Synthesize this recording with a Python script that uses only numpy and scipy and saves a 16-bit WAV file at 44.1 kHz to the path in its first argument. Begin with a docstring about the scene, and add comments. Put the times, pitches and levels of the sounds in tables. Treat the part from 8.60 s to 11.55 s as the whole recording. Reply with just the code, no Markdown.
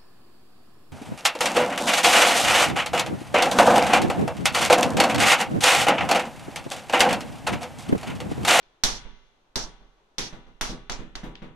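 """A big rubber exercise ball is dribbled on a wooden floor in a small, quiet living room.
At first an earlier bounce is still fading, with a faint rustle and a tick. Then the ball lands:
it slaps the boards, pushes a puff of air and sets the air inside it pinging. A hand pats it
back down with a duller thump, and the room answers every blow. As the dribble gets lower,
landings and pats come faster, and two more light ticks slip in near the end."""
import sys
import numpy as np
from scipy import signal
from scipy.fft import rfft, irfft
from scipy.io import wavfile

SR = 44100
rng = np.random.default_rng(int(sys.argv[2]) if len(sys.argv) > 2 else 0)


def to_wav(s):
    """Save 16-bit WAV."""
    ch = np.atleast_2d(s).T  # columns
    pcm = np.round(np.clip(ch, -1, 1) * 32767)  # PCM
    wavfile.write(sys.argv[1], SR, pcm.astype(np.int16))


N = 130095
T = np.arange(SR) / SR  # one second of time, for building single sounds


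def amp(db):
    """Turns decibels into a number to multiply by."""
    return 10 ** (np.asarray(db) / 20)


def fade(fade_s):
    """Dies away by 60 dB in fade_s seconds."""
    return amp(-60 * T / fade_s)


def read(table, hz):
    """Looks up a pitch in a table, sliding between rows on a log scale."""
    pitches, values = np.transpose(table)
    return np.interp(np.log(hz + 1), np.log(pitches + 1), values)


def unit(sound):
    """Scales each channel to an energy of 1."""
    return sound / np.sqrt((sound ** 2).sum(-1, keepdims=True) + 1e-20)


def add(mix, start_s, sound):
    """Mixes a sound in; one that starts before zero leaves only its tail."""
    start = round(start_s * SR)
    sound = sound[..., max(-start, 0):]
    part = mix[:, max(start, 0):][:, :sound.shape[-1]]
    part += sound[..., :part.shape[1]]


def colour(sound, db_at, size=4096):
    """A tone control: turns each pitch up or down by db_at(hz)."""
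    log_gain = np.log(amp(db_at(abs(np.fft.fftfreq(size, 1 / SR)))))
    response = np.exp(np.conj(signal.hilbert(log_gain)))  # nothing rings ahead of a blow
    taps = np.fft.ifft(response).real[:size // 2]
    return signal.fftconvolve(sound, taps[None], axes=1)[:, :sound.shape[1]]


# How alike left and right are: pitch_hz, likeness (0 to 1)
EAR_LIKENESS = [(60, 0.98), (200, .88), (500, 0.73), (1100, 0.058), (5000, 0), (14000, 0)]
def room_noise(samples):
    """Noise from all around, alike on both sides only at low pitches."""
    left, other = rfft(rng.standard_normal((2, samples)))
    likeness = read(EAR_LIKENESS, np.fft.rfftfreq(samples, 1 / SR))
    right = likeness * left + np.sqrt(1 - likeness ** 2) * other
    return irfft(np.array([left, right]), samples)


# The tone of the quiet room: pitch_hz, level_db
HUSH_TONE = [(20, 1), (40, -6.5), (70, -16.5), (130, -14), (220, -15.5), (400, -12), (600, -14),
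             (1000, -13), (2000, -24.5), (3800, -24.5), (5000, -32.5), (6200, -31.5), (8000, -39.5),
             (12000, -44.5), (16000, -59.5)]
def room_hush(level_db=-65.5):
    """A faint, steady hush lies under everything."""
    spectrum = rfft(room_noise(N)) * amp(read(HUSH_TONE, np.fft.rfftfreq(N, 1 / SR)))
    return amp(level_db) * np.sqrt(N) * unit(irfft(spectrum, N))


# The tone of a hard landing: pitch_hz, level_db
SLAP_TONE = [(30, 23.5), (70, 1), (110, 12.5), (300, 12.5), (550, 10), (800, 11.5), (1800, 10), (2700, 9),
             (3500, 12), (5000, 12), (6100, 15.5), (7200, 7.5), (8200, 2.5), (10000, 0.5), (13400, -6.5),
             (14400, -17), (16200, -29.5)]
# Each landing: start_s, bass_db, middle_db, upper_middle_db, treble_db, top_db,
# crack_db, smack_db, hiss_db, hiss_s, push_db
FLOOR_HITS = [(-0.40, 3, 1, 2, 3, -1, -10, 2, -10, .1, -28),
              (0.2366, 0, 1.5, 0, 2.5, -1, -13, 1.5, -8, 0.14, -23),
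              (0.957, -1.5, -3, -9.5, -5.5, -10.5, -20.5, 1, -2, 0.082, -28.5),
              (1.5824, -1.5, -6.5, -5, -8.5, -10.5, -19.5, 0, -1, 0.093, -33),
              (2.0110, -3.5, -2, -4, -11, -6, -11.5, 1.5, -1, 0.11, -28),
              (2.2968, -7.5, -6.5, -11, -17.5, -21, -11, 3, 2, 0.032, -27.5),
              (2.5536, -13.5, -13, -16, -24, -29, -12.5, 6, -18, .05, -35)]
def landings(ring):
    """The ball slaps the boards and rings; softer landings sound duller."""
    out = np.zeros((2, N))
    for start_s, *bands_db, crack_db, smack_db, hiss_db, hiss_s, push_db in FLOOR_HITS:
        hit = blow(crack_db, skin_smack(smack_db), room_db=1.5)
        hit += ring + treble_hold(hiss_db, hiss_s)
        treble_cut_db = min(bands_db[3], 0)
        # A landing with less treble also loses its very top, above 10600 Hz.
        dulling = lambda hz: 0.12 * treble_cut_db * np.maximum(hz - 10600, 0) / 1000
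        hit = colour(hit, lambda hz: read(SLAP_TONE, hz) + band_gain(bands_db, hz) + dulling(hz))
        add(out, start_s, hit + air_push(push_db))
    return out


# Where bass, middle, upper middle, treble and top sit: pitch_hz
BAND_CENTRES = [250, 1100, 2600, 5000, 11000]
def band_gain(bands_db, hz):
    """Joins one hit's five band levels into a tone curve, in dB."""
    return read(list(zip(BAND_CENTRES, bands_db)), hz)


def blow(crack_db, burst, room_db, contact_s=0.00011):
    """A touch swings the air pressure up and down; a burst of noise and the echo join it."""
    from_middle = T / contact_s - 1.5
    swing = unit(-from_middle * np.exp(-from_middle ** 2 / 2))
    sharp_edge = .3 * (T == 0)
    return amp(crack_db) * (swing + sharp_edge) + burst + amp(room_db) * room_echo()


def puff(level_db, length_s):
    """Noise that swells quickly and dies away."""
    return amp(level_db) * unit(room_noise(SR) * np.sqrt(T) * np.exp(-T / length_s))


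# The tone of rubber meeting wood: pitch_hz, level_db
SMACK_TONE = [(200, -9), (1500, -10.5), (2700, -7.5), (3700, 4), (4600, 3), (6000, -2), (7500, -2),
              (10000, 0.5), (15000, 1.5)]
def skin_smack(level_db):
    """The ball's skin smacks as it spreads on the boards."""
    return colour(puff(level_db, length_s=0.0031), lambda hz: read(SMACK_TONE, hz))


# How long the room rings: pitch_hz, fade_s
ECHO_FADES = [(100, .65), (300, 0.35), (800, 0.4), (2000, 0.33), (4000, 0.299), (6000, 0.25), (9000, 0.31),
              (12000, .21), (15000, .14)]
def room_echo(rise_s=.003, size=256):
    """The room answers a blow, each pitch dying at its own speed."""
    hz, t, bands = signal.stft(room_noise(SR), SR, nperseg=size)
    fade_s = read(ECHO_FADES, hz)[:, None]
    fading = bands * amp(-60 * t / fade_s) / np.sqrt(fade_s)
    tail = signal.istft(fading, SR, nperseg=size)[1][:, :SR]
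    return unit(tail * (1 - np.exp(-T / rise_s)))


# The clearest notes of the air in the ball: pitch_hz, level_db, fade_s
BALL_NOTES = [(202.6, -18.5, 0.27), (249.2, -12.5, 0.44), (328.7, -11, 0.41), (406, -13, 0.69),
              (639.4, -16, 0.34), (787, -13, .7), (874, -12, .6), (969, -10, .7), (1140, -14, .7),
              (1489, -17, 1), (2043, -14.5, 0.55), (2073, -19.5, 0.3), (2656, -29.5, 0.524),
              (3403, -11, .35), (3790, -9.5, 0.16), (4340, -16, 0.11), (4800, -10.5, 0.24),
              (5540, -11, 0.1), (5840, -11, 0.21), (6220, -12, .3), (5975, -10.5, 0.29),
              (5640, -12.5, 0.22), (6000, -11, .24)]
# The tone of its crowd of faint notes: pitch_hz, level_db
SHIMMER_TONE = [(800, -5.5), (1300, 2), (1800, 4.5), (2400, 5.5), (3200, 5.5), (3900, 2), (4700, -9.5),
                (6300, -10.5), (7200, -20)]
def ball_air(clear_db=-17, shimmer_db=-17.5, faint_notes=420):
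    """The trapped air rings with clear notes and a shimmer of faint high ones."""
    clear = sum(amp(db) * unit(np.sin(2 * np.pi * hz * T) * fade(fade_s))
                for hz, db, fade_s in BALL_NOTES)
    hz = rng.uniform(SHIMMER_TONE[0][0], SHIMMER_TONE[-1][0], faint_notes)
    phases = np.exp(2j * np.pi * rng.random((2, faint_notes)))
    spectrum = np.zeros((2, SR // 2 + 1), complex)  # one slot per Hz
    spectrum[:, hz.astype(int)] = amp(read(SHIMMER_TONE, hz)) * phases
    shimmer = unit(irfft(spectrum, SR) * fade(0.97))
    return amp(clear_db) * clear + amp(shimmer_db) * shimmer


# The tone of the held hiss: pitch_hz, level_db
HISS_TONE = [(500, -16.5), (2000, -10), (4500, 2.5), (5800, 2.5), (6400, -1), (8000, -5.5), (11000, -8.5),
             (13500, -11.5), (15000, -27.5)]
def treble_hold(level_db, length_s, ramp_s=.02, sag_db_per_s=85):
    """A bright hiss swells after each landing, sags, then drops away."""
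    swell = 1 - np.exp(-T / ramp_s)
    drop = np.exp(-np.maximum(T - length_s, 0) / ramp_s)
    hiss = unit(room_noise(SR) * swell * amp(-sag_db_per_s * T) * drop)
    return amp(level_db) * colour(hiss, lambda hz: read(HISS_TONE, hz))


def air_push(level_db, shove_hz=14, wobble_hz=36.15):
    """The squashed ball shoves the air, then wobbles."""
    shove = np.sin(2 * np.pi * shove_hz * T) * fade(0.49) * amp([[-28], [0]])  # mostly on the right
    wobble = amp(-9.5) * np.sin(2 * np.pi * wobble_hz * T) * fade(.7)
    return amp(level_db) * (shove + wobble)


# The tone of a rustle: pitch_hz, level_db
RUSTLE_TONE = [(60, -4), (150, -3), (400, 0.5), (900, 1), (2000, -6), (4000, -11.5), (8000, -27.5),
               (15000, -45)]
# Each small movement: start_s, level_db, length_s
SHUFFLES = [(0.01, -18, .08), (1.372, -25, 0.045)]
def rustles():
    """Movement beside the ball makes faint shuffles."""
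    out = np.zeros((2, N))
    for start_s, level_db, length_s in SHUFFLES:
        add(out, start_s, colour(puff(level_db, length_s), lambda hz: read(RUSTLE_TONE, hz)))
    return out


# How soft rubber dulls the top of a tick: pitch_hz, level_db
RUBBER_DULLING = [(7000, -1), (9000, -11.5), (15000, -25.5)]
# Each light touch: start_s, level_db, pitch_hz
SKIN_TOUCHES = [(0.029, -25, 4500), (2.3206, -0.5, 6640), (2.7539, -8, 3630)]
def ticks(below_db_per_octave=5, above_db_per_octave=22):
    """Light touches on the rubber make bright ticks, each strongest near its own pitch."""
    out = np.zeros((2, N))
    for start_s, level_db, pitch_hz in SKIN_TOUCHES:
        hit = blow(crack_db=-19.5, burst=puff(-0.5, length_s=0.0013), room_db=-3.5)
        octaves = lambda hz: np.log2((hz + 200) / pitch_hz)
        peak = lambda hz: np.minimum(below_db_per_octave * octaves(hz),
                                     -above_db_per_octave * octaves(hz))
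        add(out, start_s, colour(hit, lambda hz: level_db + peak(hz) + read(RUBBER_DULLING, hz)))
    return out


# The tone of a firm pat: pitch_hz, level_db
PAT_TONE = [(30, 16), (70, -8), (110, 8.5), (200, 11), (300, 4.5), (400, 1.5), (500, 5), (620, -2),
            (900, -5), (2000, -7), (3700, -12), (5000, -27), (6200, -26), (8000, -34), (13500, -40),
            (15000, -46)]
# Each pat: start_s, bass_db, middle_db, upper_middle_db, treble_db, top_db, push_db
HAND_HITS = [(0.448, -10.5, -6.5, -8, -12, -30, -34), (1.206, -18.5, -12.5, -27, -33, -14.5, -46.5),
             (1.726, -4.5, 1, -6.5, 5, -1, -38.5), (1.866, -16, -9.5, -22, -9, -15, -46),
             (2.095, 4.5, 5, -7, 20.5, 2, -38), (2.391, 1, -0.5, -2, -0.5, -3, -30),
             (2.634, 5.5, 6, 0.5, 5.5, 8.5, -41), (2.820, 1.5, 1, -2, 0, -4, -36.5)]
def pats(ring, ring_db=4):
    """A soft palm thumps the rising ball and sets it ringing again."""
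    out = np.zeros((2, N))
    for start_s, *bands_db, push_db in HAND_HITS:
        palm = puff(-6.5, length_s=0.029)
        hit = blow(crack_db=-22.5, burst=palm, room_db=-2) + amp(ring_db) * ring
        hit = colour(hit, lambda hz: read(PAT_TONE, hz) + band_gain(bands_db, hz))
        add(out, start_s, hit + air_push(push_db))
    return out


def scene():
    """Landings and pats ring the same ball, over the hush of the room."""
    ring = ball_air()
    return landings(ring) + pats(ring) + ticks() + rustles() + room_hush()


# How much louder the left side is than the right: pitch_hz, left_minus_right_db
SIDE_BALANCE = [(60, -2.5), (170, 1), (350, 4.5), (700, 0), (1400, 2), (2800, 4), (5500, -4.5), (9000, -3),
                (13000, -4)]
def record(dry, ceiling=.52, highest_hz=16400):
    """Gives each side its own tone, rounds off tall peaks and cuts the highest treble."""
    left = colour(dry[:1], lambda hz: read(SIDE_BALANCE, hz) / 2)
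    right = colour(dry[1:], lambda hz: -read(SIDE_BALANCE, hz) / 2)
    pair = np.vstack([left, right])
    rounded = pair / (1 + (pair / ceiling) ** 4) ** .25
    treble_cut = signal.firwin(255, highest_hz, window=("kaiser", 9), fs=SR)
    return signal.oaconvolve(rounded, treble_cut[None], "same")


dry = scene()
out = record(dry)
to_wav(out)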